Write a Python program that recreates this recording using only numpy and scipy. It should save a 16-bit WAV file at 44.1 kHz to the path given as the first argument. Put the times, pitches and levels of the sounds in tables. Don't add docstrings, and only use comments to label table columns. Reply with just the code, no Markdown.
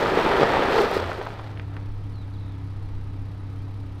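import sys
import numpy as np
from scipy import signal
from scipy.fft import rfft, irfft
from scipy.io import wavfile
from scipy.ndimage import uniform_filter1d

SR = 44100
rng = np.random.default_rng(int(sys.argv[2]) if len(sys.argv) > 2 else 0)


def waveform_to_disk(signal):
    frames = np.transpose(np.atleast_2d(signal))
    scaled = np.clip(frames, -1, 1) * 32767
    samples = np.round(scaled).astype(np.int16)
    wavfile.write(sys.argv[1], SR, samples)


N = 176400

# time_s, firing_hz, level_db
ENGINE_RUN = [(0, 110.6, -38.5), (.6, 104, -66), (.92, 94, -46), (1.02, 88.1, -29.5), (1.12, 95, -37.5),
              (1.24, 106.8, -40), (1.45, 105.6, -35), (1.6, 100.1, -32.5), (2.05, 100.5, -33),
              (2.3, 98.56, -33), (2.7, 98.66, -32), (3.05, 97.9, -32.5), (3.6, 98.86, -33),
              (4, 100.2, -34.5)]
CYLINDERS = 6


def gravel():
    # time_s, coarse_db, fine_db
    slide = [(0, -22, -40), (.12, -23.5, -45), (.18, -21, -43.5), (.45, -21, -42.5), (.7, -21, -44),
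             (.81, -21.5, -35.5), (.88, -26, -43.5), (.97, -26, -39.5), (1.05, -30.5, -51.5),
             (1.19, -35, -58), (1.3, -40.5, -58.5), (1.5, -44, -64), (1.66, -52, -75), (1.77, -47.5, -78),
             (1.92, -54.5, -83)]
    # frequency_hz, gain_db
    coarse_spectrum = [(30, -10.5), (100, -11), (200, -8), (300, -5.5), (420, -2), (550, -3), (900, -3.5),
                       (1080, -8), (1300, -6.5), (1500, -11), (1950, -11.5), (2100, -16.5), (2350, -15.5),
                       (2800, -19.5), (3450, -21), (5000, -34.5), (7000, -45.5), (8200, -45), (10000, -51),
                       (15000, -56)]
    # frequency_hz, gain_db
    fine_spectrum = [(300, -13), (1500, -9), (3000, 1.5), (3500, 5.5), (3850, 4), (4300, 6), (5150, -0.5),
                     (5450, -1.5), (6600, -9), (7700, -12.5), (8400, -12), (10000, -19), (13000, -16.5),
                     (15500, -20)]
    coarse_db, fine_db = curve(slide), curve(slide, axis=2)
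    lurch = undb(0.47 * walk(67))
    coarse = colour(crumble(grains(coarse_db, per_s=5000, spread_db=-0.5)), coarse_spectrum)
    fine = colour(crumble(grains(fine_db, per_s=10000, spread_db=4.5)), fine_spectrum)
    return lurch * (coarse * undb(coarse_db) + fine * undb(fine_db) + tyre_walls(coarse_db))


def tyre_walls(slide_db):
    # pitch_hz, width_hz, gain_db
    modes = [(399.5, 23.4, 3), (457, 71, -0.5), (800, 94, -16), (1280, 120, -11)]
    # time_s, level_db
    scrub = [(0, -28.5), (.3, -32), (.42, -24), (.5, -31.5), (.72, -27), (.79, -25), (.84, -24),
             (.9, -32.5), (.98, -32.5), (1.06, -45), (1.2, -39.5), (1.3, -75), (1.6, -63.5)]
    slips = grains(slide_db, per_s=5000, spread_db=-0.5)
    drone = sum(undb(db) * ring(ring(slips, hz, width), hz, 3 * width) for hz, width, db in modes)
    return unit(drone) * undb(curve(scrub))


def tread_groan():
    # start_s, length_s, from_hz, to_hz, level_db
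    bites = [(0.724, 0.1544, 456.5, 397.5, -19.5), (1.169, 0.044, 403.4, 400, -29.5)]
    out = np.zeros(N)
    jitter, flutter = 1 + 0.063 * walk(142), undb(1.5 * walk(60))
    for start, length, from_hz, to_hz, db in bites:
        progress, part = span(start, length)
        hz = (from_hz + (to_hz - from_hz) * progress) * jitter[part]
        phase = 2 * np.pi * np.cumsum(hz) / SR
        slip = np.sin(phase) + undb(-12) * np.sin(2 * phase)
        add(out, start, undb(db) * np.sin(np.pi * progress) * flutter[part] * slip)
    return out


def stones():
    # start_s, pitch_hz, level_db, knock_ms
    impacts = [(0.06, 1300, -14, 1.2), (.173, 470, -9.5, 1.6), (.192, 523, -21, 1.5),
               (0.2622, 930, -13.5, 1.6), (.263, 342, -13, 3.8), (.289, 766, -12, 1.7),
               (0.3968, 450, -9.5, 1.9), (.412, 466, -8, 2.1), (.419, 536, -8.5, 1.5),
               (0.4283, 1250, -15, 3.9), (0.4318, 646, -1.8, 1.08), (.54, 775, -13, 1.7),
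               (.569, 800, -10.5, 1.9), (.6, 1220, -19, 0.86), (.785, 684, -11.5, 3),
               (0.816, 336, -17, 1.7), (.967, 457, -12, 2.2), (1.026, 533, -20, 3.2),
               (1.041, 1410, -20, 0.59), (1.096, 660, -19.5, 2), (1.1165, 1380, -17.5, 0.77),
               (1.182, 450, -23.5, 1.3), (1.214, 724, -18, 1.25), (1.2653, 1419, -25, 1.18),
               (1.2696, 850, -18.5, 1.07), (1.3045, 1280, -22.5, 0.46), (1.3905, 980, -30, 2.1),
               (1.3954, 1081, -26, 0.8), (1.574, 2000, -27.5, 0.29), (1.595, 1500, -33, 0.35),
               (1.5971, 2080, -22.5, 0.42), (1.7671, 1449, -26, 0.46), (1.7703, 1100, -38, .8),
               (1.812, 1400, -40, .6)]
    crack_hz, crack_s, crack_db, muffle_hz = 2000, 0.0031, -14, 3920
    out, t = np.zeros(N), np.arange(SR // 20) / SR
    for start, hz, db, knock_ms in impacts:
        age = t * 1000 / knock_ms
        knock = -np.sin(2 * np.pi * hz * t) * 2 * age * np.exp(1 - 2 * age)
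        noise = signal.lfilter(*signal.butter(1, crack_hz, fs=SR), rng.standard_normal(len(t)))
        crack = unit(noise) * np.exp(-t / crack_s)
        add(out, start, undb(db) * (knock + undb(crack_db) * crack))
    muffled = signal.lfilter(*signal.butter(3, muffle_hz, fs=SR), out)
    return scatter(muffled, decay_s=0.014, db=-11.5)


def sand():
    # time_s, level_db
    spray = [(0, -49), (.72, -66), (.81, -46), (.88, -55), (.94, -51), (1.02, -63), (1.1, -52), (1.33, -65),
             (1.5, -71), (1.8, -105)]
    # frequency_hz, gain_db
    spectrum = [(1000, -31), (4000, 22), (7000, 8), (10000, 1), (12500, 2), (15500, -19)]
    level_db = curve(spray)
    patter = crumble(grains(level_db, per_s=900, spread_db=2.5), decay_s=.0008, db=3)
    return colour(patter, spectrum) * undb(level_db)


def chips():
    # start_s, level_db
    landings = [(.818, -40), (.887, -53), (.912, -40), (.942, -40), (.9655, -42), (1.078, -54),
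                (1.181, -53), (1.253, -54), (1.335, -56)]
    decay_s, low_cut_hz = 0.0026, 3500
    out, t = np.zeros(N), np.arange(SR // 50) / SR
    for start, db in landings:
        add(out, start, undb(db) * rng.standard_normal(len(t)) * np.exp(-t / decay_s))
    return signal.lfilter(*signal.butter(2, low_cut_hz, "high", fs=SR), out)


def engine():
    firing_hz = curve(ENGINE_RUN)
    cycle = np.cumsum(firing_hz * (1 + 0.004 * walk(6.74))) / SR / CYLINDERS
    cycle_s = CYLINDERS / firing_hz
    return exhaust(cycle) + engine_bay(cycle) + injectors(cycle, cycle_s) + valve(cycle, cycle_s)


def exhaust(cycle):
    # multiple_of_cycle_rate, gain_db
    orders = [(4, -11.5), (5, -30), (6, 0), (7, -14.5), (8, -18), (9, -24), (10, -18), (11, -36), (12, -30),
              (17, -17), (18, -31), (19, -26), (23, -32.5), (26, -33.5), (28, -32)]
    hum = 0
    for order, db in orders:
        depth = .06 if order == CYLINDERS else 0.13
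        flicker = 1 + depth * walk(6.6)
        hum = hum + undb(db) * flicker * np.sin(2 * np.pi * (order * cycle + rng.random()))
    boom = noise_band(hz=278.4, width_hz=37)
    return unit(hum) * undb(curve(ENGINE_RUN, axis=2)) + undb(-56) * boom


def engine_bay(cycle):
    # frequency_hz, gain_db
    spectrum = [(40, 8), (80, 11), (130, 6.5), (220, 1), (330, -3.5), (470, -9), (560, -21), (850, -8.5),
                (1050, -12), (1270, -15.5), (1500, -19.5), (2300, -20.5), (3200, -26), (3900, -25.5),
                (5000, -30.5), (6200, -35.5), (6800, -40.5), (10000, -43.5), (15000, -55)]
    # pitch_hz, level_db
    whines = [(468, -73), (1262, -67), (3900, -76.5)]
    throb = 1 + 0.082 * np.cos(2 * np.pi * CYLINDERS * cycle)
    whirr = colour(rng.standard_normal(N) * throb, spectrum)
    whine = sum(undb(db) * noise_band(hz, width_hz=30) for hz, db in whines)
    return undb(-43) * whirr + whine


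def injectors(cycle, cycle_s):
    # fraction_of_cycle, gain_db
    ticks = [(.1, -2), (.6, 2)]
    # frequency_hz, gain_db
    spectrum = [(500, -21), (2000, 11), (4500, 13), (7000, 0), (8500, 2), (10500, 1), (13000, -0.5),
                (15500, -12)]
    rise_s, decay_s = 0.007, 0.014
    pulses = sum(undb(db) * np.exp(-((cycle - place) % 1) * cycle_s / decay_s) for place, db in ticks)
    bursts = rng.standard_normal(N) * uniform_filter1d(pulses, int(rise_s * SR))
    flicker = undb(0.92 * walk(11))
    return undb(-68) * colour(bursts * flicker, spectrum)


def valve(cycle, cycle_s):
    age_s, decay_s = (cycle % 3) * cycle_s, .009
    bursts = rng.standard_normal(N) * np.exp(-age_s / decay_s)
    return undb(-85.5) * unit(ring(bursts, hz=10150, width_hz=600))


def wind():
    # time_s, level_db
    gusts = [(0, -55), (1.74, -45), (1.92, -33.5), (2.15, -46), (2.7, -44.5), (2.93, -32.5), (3.08, -41),
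             (3.22, -34.5), (3.4, -43), (3.6, -38), (4, -43)]
    # frequency_hz, gain_db
    spectrum = [(5, -27), (14, 3), (28, 0), (48, -16), (100, -24), (400, -70), (2000, -92)]
    return colour(rng.standard_normal(N), spectrum) * undb(curve(gusts))


def bird():
    # start_s, length_s, from_hz, to_hz, level_db, buzz_fraction
    notes = [(1.952, 0.07, 5050, 4800, -69.5, 0.6), (2.02, .05, 3050, 3380, -65.5, .1),
             (2.136, .106, 4550, 3480, -60, .03), (2.333, 0.036, 4430, 3150, -60, 0.1),
             (2.375, .185, 4000, 3300, -61.5, .9), (2.584, .02, 4450, 3300, -65, .1),
             (2.83, .04, 4350, 4150, -68, .2), (3.567, .055, 3000, 3340, -63, 0.22)]
    trill_hz, swing_hz, bend = 48, 170, .6
    out = np.zeros(N)
    tremble = np.sin(2 * np.pi * np.cumsum(trill_hz * (1 + 0.12 * walk(20))) / SR)
    rasp = .8 * walk(300)
    for start, length, from_hz, to_hz, db, buzz in notes:
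        progress, part = span(start, length)
        trill = buzz * tremble[part]
        glide = progress + bend * np.sin(2 * np.pi * progress) / (2 * np.pi)
        hz = from_hz + (to_hz - from_hz) * glide + swing_hz * (trill + buzz * rasp[part])
        swell = np.abs(np.sin(np.pi * progress)) ** 0.14 * (1 + .5 * trill)
        add(out, start, undb(db) * swell * np.sin(2 * np.pi * np.cumsum(hz) / SR))
    return scatter(out, decay_s=0.024, db=-9)


def grains(level_db, per_s, spread_db):
    thinning = undb(.45 * (level_db - level_db.max()))
    chance = np.minimum(per_s / SR * thinning, 1)
    size = undb(spread_db * np.minimum(rng.exponential(size=N), 5.5))
    return (rng.random(N) < chance) * size * rng.choice([-1, 1], N) / np.sqrt(chance)


def crumble(x, decay_s=0.014, db=-11.5):
    keep = np.exp(-2 / (decay_s * SR))
    power = signal.lfilter([1 - keep], [1, -keep], x ** 2 + 1e-18)
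    return x + undb(db) * np.sqrt(power) * rng.standard_normal(N)


def scatter(x, decay_s, db):
    t = np.arange(SR // 10) / SR
    tail = rng.standard_normal(len(t)) * np.exp(-t / decay_s)
    return x + undb(db) * signal.fftconvolve(x, tail / np.linalg.norm(tail))[:N]


def colour(x, points):
    size = 2 * N
    hz, db = np.array(points).T
    bin_hz = np.maximum(np.arange(N + 1) * SR / size, 1)
    gain = undb(np.interp(np.log(bin_hz), np.log(hz), db))
    cepstrum = irfft(np.log(gain))
    cepstrum[1:N] *= 2
    cepstrum[N + 1:] = 0
    return unit(irfft(rfft(x, size) * np.exp(rfft(cepstrum)))[:N])


def ring(x, hz, width_hz):
    return signal.lfilter(*signal.iirpeak(hz, hz / width_hz, fs=SR), x)


def noise_band(hz, width_hz):
    return unit(ring(ring(rng.standard_normal(N), hz, width_hz), hz, 2 * width_hz))


def walk(rate_hz):
    bin_hz = np.arange(N // 2 + 1) * SR / N
    return unit(irfft(rfft(rng.standard_normal(N)) / (1 + (bin_hz / rate_hz) ** 4), N))


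def curve(table, axis=1):
    rows = np.array(table)
    return np.interp(np.arange(N) / SR, rows[:, 0], rows[:, axis])


def span(start_s, length_s):
    first, count = int(start_s * SR), int(length_s * SR)
    return np.linspace(0, 1, count), slice(first, first + count)


def add(out, start_s, x):
    first = int(start_s * SR)
    out[first:first + len(x)] += x[:N - first]


def undb(db):
    return 10 ** (np.asarray(db) / 20)


def unit(x):
    return x / np.sqrt(np.mean(x ** 2) + 1e-20)


def scene():
    return (gravel() + sand() + tread_groan() + stones() + chips() + engine() + wind() + bird())[None]


def record(dry):
    top_hz = 15550
    return signal.sosfilt(signal.ellip(10, .1, 80, top_hz, fs=SR, output="sos"), dry)


dry = scene()
out = record(dry)
waveform_to_disk(out)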